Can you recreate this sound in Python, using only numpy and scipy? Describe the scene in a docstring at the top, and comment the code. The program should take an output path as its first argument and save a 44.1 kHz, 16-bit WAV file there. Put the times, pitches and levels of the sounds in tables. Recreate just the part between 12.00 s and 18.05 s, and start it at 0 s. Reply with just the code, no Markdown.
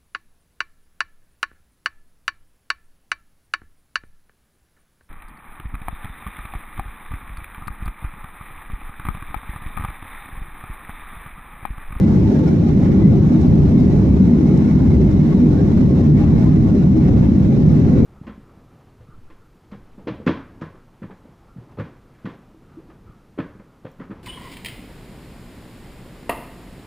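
"""Jet exhaust roars through the fuselage of a climbing airliner, heard at a window seat over the wing.
The roar is coloured noise that surges and drones in the cabin's modes, with brief low tones and buffeting.
Air rushes and hisses along the skin as noise swelling in gusts and eddies, with brief thin tones in it.
A faint machine whine of two sines stands above it, and scratch bursts ring the wall trim in ticks.
Two microphones a hand apart hear a diffuse field, and a gain control evens the level."""
import sys
import numpy as np
from scipy import signal
from scipy.fft import rfft, irfft
from scipy.io import wavfile
from scipy.ndimage import uniform_filter1d, minimum_filter1d

SR = 44100
rng = np.random.default_rng(int(sys.argv[2]) if len(sys.argv) > 2 else 0)


def transcribe(signal):
    """Save signal, clipped to [-1, 1], as a 16-bit WAV file at the path in sys.argv[1]."""
    frames = np.atleast_2d(signal).T
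    limited = np.clip(frames, -1, 1)
    pcm = np.round(limited * 32767).astype(np.int16)
    wavfile.write(sys.argv[1], SR, pcm)


N = 266805

# Air modes of the cabin. Each row: centre in Hz, width in Hz, lift in dB, left-right difference in dB,
# phase between the microphones in radians, share held at that phase (0-1).
CABIN_MODES = [(190.3, 33, 6, -2, 0, 0.7), (254.6, 58, 4, -2.5, -0.1, .6), (314.4, 30, 4, 4, -0.9, .9),
               (371.3, 23, 3.5, 1.5, 0.5, 0.8), (399.2, 28, 7.5, 5, 0.6, .6), (500, 270, 6, 0, 0.1, 1)]
ENGINE_PHASE = 0.18   # radians by which the left microphone trails in the engine layers


def engines(lumpy_db=0.45, lumps_per_s=9):
    """Exhaust roar surges and drones in the cabin's modes, with a narrow boom and lumpy airframe buffeting."""
    # Spectra of roar, drone, boom and buffeting. Each row: frequency in Hz, density in dB per Hz
    # (relative: each noise is scaled to unit rms).
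    roar_colour = [(60, -50), (104, -14.5), (128, 0.5), (175, -1.84), (235, -2), (265, -7.5), (290, -19.5),
                   (400, -53.5)]
    drone_colour = [(220, -34), (268, -12.5), (300, -6.5), (350, -13.5), (440, -24.5), (540, -26),
                    (700, -47), (1500, -76)]
    boom_colour = [(110, -49), (139, -24), (147, 4.5), (153, 6.5), (160, 4.5), (168, -22), (215, -51)]
    buffet_colour = [(8, -13.5), (24, -8), (39, -16), (50, -8), (62, -0.5), (88, 2.5), (116, 0), (150, -10),
                     (300, -86.5)]
    # Faders of the same four layers, ahead of any swells. Each row: time in seconds, level in dB.
    roar_level = [(0.0, -12.5), (0.4, -16.5), (1.05, -13), (2.05, -16), (2.3, -12), (2.95, -14.5),
                  (4.9, -14), (6.05, -13)]
    drone_level = [(0.0, -22.5), (0.16, -22), (0.35, -21.5), (0.5, -22), (0.75, -24.5), (0.95, -20),
                   (1.25, -23), (1.55, -21.5), (1.8, -22.5), (2.0, -22), (2.25, -23.5), (2.38, -20.5),
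                   (2.5, -20.5), (2.72, -25), (3.0, -21.5), (3.25, -23), (3.5, -21), (3.73, -23.5),
                   (4.05, -21.5), (4.27, -23), (4.42, -22), (4.53, -24.5), (4.75, -21.5), (4.88, -25),
                   (5.08, -22), (5.45, -23.5), (5.8, -22), (5.93, -22), (6.05, -18)]
    boom_level = [(0.0, -25.5), (1.3, -27), (1.6, -17), (2.3, -26.5), (2.8, -21.5), (3.5, -20), (4.05, -22),
                  (4.5, -18.5), (4.87, -23), (5.15, -24.5), (6.05, -18)]
    buffet_level = [(0.0, -20.5), (0.2, -17.5), (0.42, -24.5), (0.8, -20.5), (1.05, -16.2), (1.3, -21),
                    (1.55, -14.5), (1.8, -20), (2.05, -16), (2.25, -19), (2.55, -22.5), (2.95, -15.5),
                    (3.35, -22.5), (3.55, -19), (3.95, -19.5), (4.35, -16), (4.8, -20.5), (5.2, -16.5),
                    (5.52, -20.5), (6.05, -17)]
    # Surges and lulls of the roar; bumps and lulls of turbulence in the buffeting.
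    # Each row: middle in seconds, lift in dB, half length in seconds.
    surges = [(0.6, -2.5, 0.021), (1.08, 5, 0.051), (1.55, 2, .07), (1.8, 4.5, 0.075), (2.23, 5, .05),
              (2.93, 0.5, 0.054), (3.38, 1, 0.044), (3.57, -6, .04), (3.82, 2, 0.055), (5.0, 0, 0.041)]
    bumps = [(0.75, 0.5, .07), (1.77, 0, .04), (2.47, -2, .03), (3.53, 3.5, 0.031), (3.88, 0, 0.06),
             (4.15, 0, 0.045), (4.78, -0.5, 0.047), (5.17, 2.5, 0.056), (5.53, -5, 0.044)]

    roar = diffuse_noise(roar_colour, CABIN_MODES, likeness=0.99, balance_db=1.5, phase=ENGINE_PHASE)
    roar = steadied(roar, span_s=0.14) * gain_curve(roar_level) * swells(surges)

    drone = diffuse_noise(drone_colour, CABIN_MODES, likeness=0.78, balance_db=0.0, phase=ENGINE_PHASE)
    drone = steadied(drone, span_s=0.14) * gain_curve(drone_level)

    boom = diffuse_noise(boom_colour, [], likeness=0.97, balance_db=-3.0, phase=ENGINE_PHASE)
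    boom = steadied(boom, span_s=0.81) * gain_curve(boom_level)

    buffet = diffuse_noise(buffet_colour, [], likeness=0.95, balance_db=1.5, phase=ENGINE_PHASE)
    buffet = steadied(buffet, span_s=0.22) * gain_curve(buffet_level) * swells(bumps)
    lumps = from_db(lumpy_db * drift(lumps_per_s))
    return buffet * lumps + roar + drone + boom


def low_tones(scatter=0.03, scatter_per_s=70, level_db=0.45):
    """Brief low tones swell and fade singly within the roar and buffeting, each placed by its pitch."""
    # Brief low tones. Each row: middle in seconds, pitch in Hz, level in dB ahead of the shared level_db
    # and the pan, half length in seconds.
    low_tone_events = [(0.34, 361.5, -25, 0.034), (0.43, 503, -34, .06), (0.6, 95, -14.5, 0.025),
                       (1.0, 338.3, -23.5, 0.054), (1.14, 107, -18, .045), (1.16, 380.4, -25.5, .04),
                       (1.33, 235.7, -13, 0.038), (1.34, 320, -20.5, 0.032), (1.65, 319, -23, 0.058),
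                       (1.77, 203.7, -19, 0.095), (2.0, 441, -32.5, 0.045), (2.12, 69.2, -19.5, 0.075),
                       (2.53, 330, -24, .04), (2.73, 152.8, -13.5, .05), (2.91, 69.7, -14, .06),
                       (3.03, 366, -25.5, 0.06), (3.08, 64.3, -21, .045), (3.42, 243, -12.5, 0.036),
                       (3.46, 472, -34, 0.032), (3.5, 302, -20.5, .04), (3.62, 400.4, -27, .04),
                       (3.63, 509.5, -36.5, .04), (3.98, 490, -34, .04), (4.11, 150.9, -14, 0.084),
                       (4.6, 307, -22, .04), (4.86, 152, -12, 0.039), (4.98, 314.3, -20.5, 0.049),
                       (5.56, 475, -36, 0.075), (5.74, 146, -19, 0.034), (5.89, 248, -17.5, 0.047),
                       (5.96, 510.4, -32, .045)]
    out = np.zeros((2, N))
    for s, hz, tone_db, length_s in low_tone_events:
        _, balance_db, likeness = standing_waves(hz, CABIN_MODES, np.exp(1j * ENGINE_PHASE))
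        phase = np.angle(likeness)
        tone = brief_tone(s, hz, tone_db + level_db, length_s, scatter, scatter_per_s, phase)
        out += tone * pan(balance_db)
    return out


def airflow(eddy_db=1.06, eddies_per_s=28, hiss_eddy_share=0.92, hiss_db=-54.5, hiss_follows=0.75):
    """The boundary layer shakes the panels and hisses; gusts and eddies move the hiss less than the rush."""
    # Spectra of the rush and the hiss. Each row: frequency in Hz, relative density in dB per Hz.
    rush_colour = [(250, -33), (480, -6.5), (600, 0), (730, -4), (900, -9), (1300, -17), (1750, -19.5),
                   (2250, -22.5), (2700, -31), (4000, -48.5)]
    hiss_colour = [(1200, -35), (2300, -1), (3000, 1.3), (3800, 1.3), (4700, -2.2), (5900, -3), (7100, -7),
                   (7900, -13.5), (10000, -16), (15500, -19.5)]
    # Resonances of window and trim panels, then of the gap between them. 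Each row: centre in Hz,
    # width in Hz, lift in dB, left-right difference in dB, phase between the microphones in radians,
    # share held at that phase (0-1).
    panel_modes = [(614, 100, 1, 0.5, -1.74, 0.41), (727, 48, 0.5, -1, 1.2, 0.43),
                   (809, 37, 3, 1.5, -0.5, 0.55), (887, 27, 4.5, -1.5, -1.5, .3),
                   (980, 50, 2, -3.5, -3.6, .35), (1107, 61, 5, 0.5, 1.5, .2),
                   (1240, 110, 0.5, 6.5, 1.5, .35), (1437, 89, 4, -2, 1, 0.17), (1760, 220, 1, -5, 3, .2),
                   (2080, 540, 5, -3.5, 1.5, .1), (2350, 400, 0.5, -3, 0.1, .6)]
    gap_modes = [(2636, 130, 4.5, -0.5, -0.75, 0.61), (3250, 250, 0, -3, -3, .5),
                 (3500, 160, -1.5, -1, -1.5, 0.3), (3900, 290, 1.5, -5.5, 1, .1),
                 (5340, 260, 3.5, 0.5, 1, .25), (5850, 540, 1.5, -3, -2, .1)]
    # Fader of the rush, ahead of gusts and eddies. Each row: time in seconds, level in dB.
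    rush_level = [(0.0, -37.5), (0.7, -39.5), (1.2, -37.5), (2.8, -39), (3.6, -38), (4.3, -38.5),
                  (4.85, -39), (6.05, -38.5)]
    # Gusts and lulls. Each row: middle in seconds, lift in dB, half length in seconds.
    gusts = [(0.36, 1.5, 0.14), (0.485, 3, 0.024), (0.59, -1.5, .03), (0.69, 2.5, .03), (0.85, 2, 0.075),
             (1.09, -1, 0.056), (1.23, 0, 0.05), (1.43, 1, 0.023), (1.61, -1, .04), (1.969, 1.5, 0.053),
             (2.16, -1, 0.049), (2.48, 2.5, 0.037), (2.68, 1.5, 0.031), (3.64, 0.5, 0.091),
             (3.9, -2, 0.047), (4.0, 2, 0.028), (4.115, -3.5, 0.032), (4.19, 2.5, 0.022), (4.42, 1.2, 0.11),
             (4.6, -1, 0.039), (4.89, -1.5, 0.055), (5.05, 3, 0.055), (5.98, 2.5, 0.041)]
    # Treble of the rush against its body. Each row: time in seconds, level in dB.
    rush_treble = [(0.0, -1), (0.25, -0.5), (0.8, 1.5), (1.2, -0.5), (1.65, -2.5), (2.2, 0.2), (2.5, 0),
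                   (3.3, 0.5), (3.9, -.5), (4.4, 0), (5.1, 0), (5.7, -1.3), (6.05, 1.5)]
    treble_edge_hz = 1500

    flow = gain_curve(rush_level) * swells(gusts)
    eddies = from_db(eddy_db * drift(eddies_per_s))

    rush = diffuse_noise(rush_colour, panel_modes, likeness=0.74, balance_db=1.5, phase=-0.63)
    rush = patchy(rush, patchy_db=2.0, span_s=0.063, span_hz=130)
    rush = steadied(rush, span_s=0.2) * flow
    high_pass = signal.butter(2, treble_edge_hz, "high", fs=SR, output="sos")
    treble = signal.sosfiltfilt(high_pass, rush)
    rush = rush + treble * (gain_curve(rush_treble) - 1)

    hiss = diffuse_noise(hiss_colour, gap_modes, likeness=0.83, balance_db=-0.5, phase=0)
    hiss = patchy(hiss, patchy_db=2.1, span_s=0.03, span_hz=130)
    # a power of a gain is a share of its swing in dB
    hiss = hiss * from_db(hiss_db) * (flow / flow.mean()) ** hiss_follows
    return eddies * rush + eddies ** hiss_eddy_share * hiss


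def thin_tones(scatter_per_s=600):
    """Narrow, unsteady tones swell briefly out of the rush, each slightly shifted in phase between the ears."""
    # Brief tones. Each row: middle in seconds, pitch in Hz, level in dB, half length in seconds,
    # pitch scatter as a share of the pitch.
    tone_events = [(0.023, 2017, -50, 0.055, .01), (0.272, 877, -44.5, 0.04, 0.044),
                   (0.366, 1662, -47.5, 0.02, .08), (0.48, 5260, -50.5, 0.005, .002),
                   (0.494, 5300, -56.5, 0.004, 0.0019), (1.042, 2020, -47.5, 0.034, .002),
                   (3.599, 1583, -48.5, 0.022, .04), (4.225, 810, -36, 0.022, .01),
                   (4.472, 1033, -40, 0.013, .015), (4.75, 600, -38, .025, .04)]
    return sum(brief_tone(*row, scatter_per_s, rng.uniform(-1, 1)) for row in tone_events)


def whine(waver=0.0004, flicker_db=2.5):
    """A fast-spinning machine: two thin partials share a wavering speed and flicker at each microphone."""
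    # Partials of the whine. Each row: frequency in Hz, rms level in dB ahead of flicker and pan.
    partials = [(2962, -71.3), (5925, -71.5)]
    turning = np.cumsum(1 + waver * drift(7.2)) / SR
    out = np.zeros((2, N))
    for hz, line_db in partials:
        for side in out:
            flicker = from_db(line_db + flicker_db * drift(5))
            side += flicker * np.sin(2 * np.pi * (hz * turning + rng.random()))
    return np.sqrt(2) * out * pan(-1.0)


def trim_ticks(level_db=-4.5):
    """The plastic trim slips in brief, decaying scratches of noise that ring its modes."""
    # Slips of the trim. Each row: start in seconds, strength in dB ahead of level_db,
    # decay time of the scratch in seconds.
    ticks = [(0.242, -46, 0.0017), (0.477, -45.5, .002), (0.685, -42.5, .004), (1.41, -36, 0.022),
             (1.801, -39.5, .003), (2.5742, -36, .004), (3.3055, -44.5, 0.0023), (4.1778, -44.5, 0.0031),
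             (4.441, -41.5, 0.0031), (4.7523, -46, 0.0022), (5.6644, -44.5, 0.0018)]
    # Ringing of the plastic. Each row: frequency in Hz, relative level in dB, 60 dB decay in seconds.
    trim_modes = [(3900, -4.5, .007), (4700, -2, .005), (5450, 3.5, .007), (6450, -5, .005),
                  (7200, -8, 0.005), (8400, -13.5, .005)]
    slips = np.zeros((2, N))
    age = np.arange(SR // 10) / SR
    for s, tick_db, slip_s in ticks:
        scratch = rng.standard_normal((2, len(age))) * np.exp(-age / slip_s)
        start = int(s * SR)
        slips[:, start:start + len(age)] += from_db(tick_db) * scratch / np.linalg.norm(scratch[0])
    ringing = sum(from_db(mode_db) * ring(slips, hz, t60) for hz, mode_db, t60 in trim_modes)
    return from_db(level_db) * ringing


def diffuse_noise(colour, modes, likeness, balance_db, phase):
    """Turbulence from all sides, coloured and lifted at its resonances; the mean of both sides has rms 1."""
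    mic_spacing_m, sound_speed = 0.125, 343   # metres, metres per second
    points_hz, points_db = np.transpose(colour)
    hz = np.arange(1, N // 2 + 2) * SR / N
    hz = hz[hz < points_hz[-1]]
    level_db = np.interp(np.log(hz), np.log(points_hz), points_db, left=-np.inf)

    # long waves reach both microphones alike, short ones do not; a positive phase makes the left trail
    spacing_likeness = np.sinc(2 * hz * mic_spacing_m / sound_speed)
    alike = np.clip(likeness, 0, 1) * spacing_likeness * np.exp(1j * phase)
    lift_db, side_db, alike = standing_waves(hz, modes, alike)

    # the common part leads where the sides are alike, the opposed part fills in the rest
    share = np.minimum(np.abs(alike), 1)
    mid, side = rfft(rng.standard_normal((2, N)))[:, :len(hz)]
    pair = np.sqrt(1 + share) * mid + np.sqrt(1 - share) * side * [[1], [-1]]
    pair = pair * np.exp(1j * np.angle(alike) * np.array([[-0.5], [0.5]]))
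    noise = irfft(from_db(level_db + lift_db) * pan(balance_db + side_db) * pair, N)
    return noise / np.std(noise.mean(axis=0))


def standing_waves(hz, modes, likeness):
    """Each mode changes its band's level and balance and draws it to a phase between the microphones."""
    level_db = balance_db = 0
    for centre_hz, width_hz, lift_db, side_db, phase, share in modes:
        bell = 1 / (1 + (2 * (hz - centre_hz) / width_hz) ** 2)
        level_db = level_db + lift_db * bell
        balance_db = balance_db + side_db * bell
        likeness = likeness + np.clip(share, 0, 1) * bell ** 2 * (np.exp(1j * phase) - likeness)
    return level_db, balance_db, likeness


def brief_tone(s, hz, tone_db, length_s, scatter, scatter_per_s, phase):
    """A tone swells and fades around time s, its pitch scattering; phase lies between the microphones."""
    span = np.array([s - 3 * length_s, s + 3 * length_s])
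    start, stop = np.clip((span * SR).astype(int), 0, N)
    t = np.arange(start, stop) / SR
    knots = rng.standard_normal(400)   # random pitch offsets, joined by straight lines
    wobble = np.interp((t - s) * scatter_per_s, np.arange(len(knots)) - len(knots) // 2, knots)
    turns = hz * (t - s + scatter * np.cumsum(wobble) / SR) + rng.random()
    swell = np.sqrt(2) * from_db(tone_db) * np.exp(-((t - s) / length_s) ** 2)
    out = np.zeros((2, N))
    out[:, start:stop] = swell * np.sin(2 * np.pi * turns + phase * np.array([[-0.5], [0.5]]))
    return out


def patchy(noise, patchy_db, span_s, span_hz, size=1024):
    """Eddies of different sizes come and go, so narrow parts of the sound swell on their own."""
    hz, s, cells = signal.stft(noise, SR, nperseg=size, noverlap=3 * size // 4)
    field = rng.standard_normal(cells.shape[1:])
    for axis, span in enumerate((span_hz / hz[1], span_s / s[1])):
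        field = uniform_filter1d(field, max(round(span), 1), axis=axis)
    swelling = cells * rms_one(from_db(patchy_db * rms_one(field)))
    return signal.istft(swelling, SR, nperseg=size, noverlap=3 * size // 4)[1][:, :N]


def steadied(noise, span_s):
    """Noise without its own slow swells; the fast flutter stays."""
    power = uniform_filter1d(np.mean(noise ** 2, axis=0), max(int(span_s * SR), 1))
    return noise * np.sqrt(power.mean() / (power + 1e-12))


def swells(rows):
    """A (middle s, lift dB, half length s) table as a gain that rises or dips smoothly at each row."""
    t = np.arange(0, N, 100) / SR
    level_db = sum(lift_db * np.exp(-((t - s) / length_s) ** 2) for s, lift_db, length_s in rows)
    return gain_curve(np.transpose([t, level_db]))


def gain_curve(rows):
    """A (s, dB) table as a gain for every sample."""
    s, level_db = np.transpose(rows)
    return from_db(np.interp(np.arange(N) / SR, s, level_db))


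def drift(rate):
    """Slow chance of rms 1 that changes about rate times a second."""
    hz = np.arange(N // 2 + 1) * SR / N
    return rms_one(irfft(rfft(rng.standard_normal(N)) / (1 + (hz / rate) ** 2), N))


def ring(clicks, hz, t60):
    """A unit click sets ringing a sine of starting height about 1 that falls 60 dB in t60 seconds."""
    r = from_db(-60 / (t60 * SR))
    w = 2 * np.pi * hz / SR
    return signal.lfilter([0, np.sin(w)], [1, -2 * r * np.cos(w), r * r], clicks + 1e-18)


def pan(balance_db):
    """Left and right gains for a level difference."""
    return from_db(np.array([[0.5], [-0.5]]) * balance_db)


def rms_one(x):
    """Scale to unit rms."""
    return x / np.sqrt(np.mean(x ** 2) + 1e-20)


def from_db(db):
    """Decibels to gain."""
    return 10 ** (np.asarray(db) / 20)


def gain_control(sound, span_s=0.03, share=0.33):
    """The recorder takes back a share of every swell in loudness, so the hiss ducks under the roar."""
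    power = uniform_filter1d(np.mean(sound ** 2, axis=0), max(int(span_s * SR), 1)) + 1e-12
    swell_db = 10 * np.log10(power / power.mean())
    return sound * from_db(-share * swell_db)


def crest_ticks(sound, tick_db=-56.0, tick_hz=12100):
    """A faint, very high tick rings on each of the tallest crests, in proportion to its height."""
    threshold, t60 = 0.76, 0.007   # crest height, decay in seconds
    height = np.abs(sound.mean(axis=0))
    crests = signal.find_peaks(height, height=threshold, distance=SR // 100)[0]
    clicks = np.zeros(N)
    clicks[crests] = from_db(tick_db) * height[crests]
    return ring(clicks, tick_hz, t60)


def scene():
    """Everything heard at the seat."""
    return engines() + low_tones() + airflow() + thin_tones() + whine() + trim_ticks()


def record(dry):
    """Gain control evens the level, a look-ahead limiter eases the highest crests, and the top is cut."""
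    ceiling, reach, cutoff_hz = 0.97, SR // 100, 15400   # reach in samples
    even = gain_control(dry)
    allowed = ceiling / np.maximum(np.abs(even).max(axis=0), ceiling)
    held = minimum_filter1d(allowed, 2 * reach)
    gain = uniform_filter1d(uniform_filter1d(held, reach), reach)
    limited = even * gain + crest_ticks(even)
    low_pass = signal.ellip(10, 0.1, 80, cutoff_hz, fs=SR, output="sos")
    return signal.sosfilt(low_pass, limited)


dry = scene()
out = record(dry)
transcribe(out)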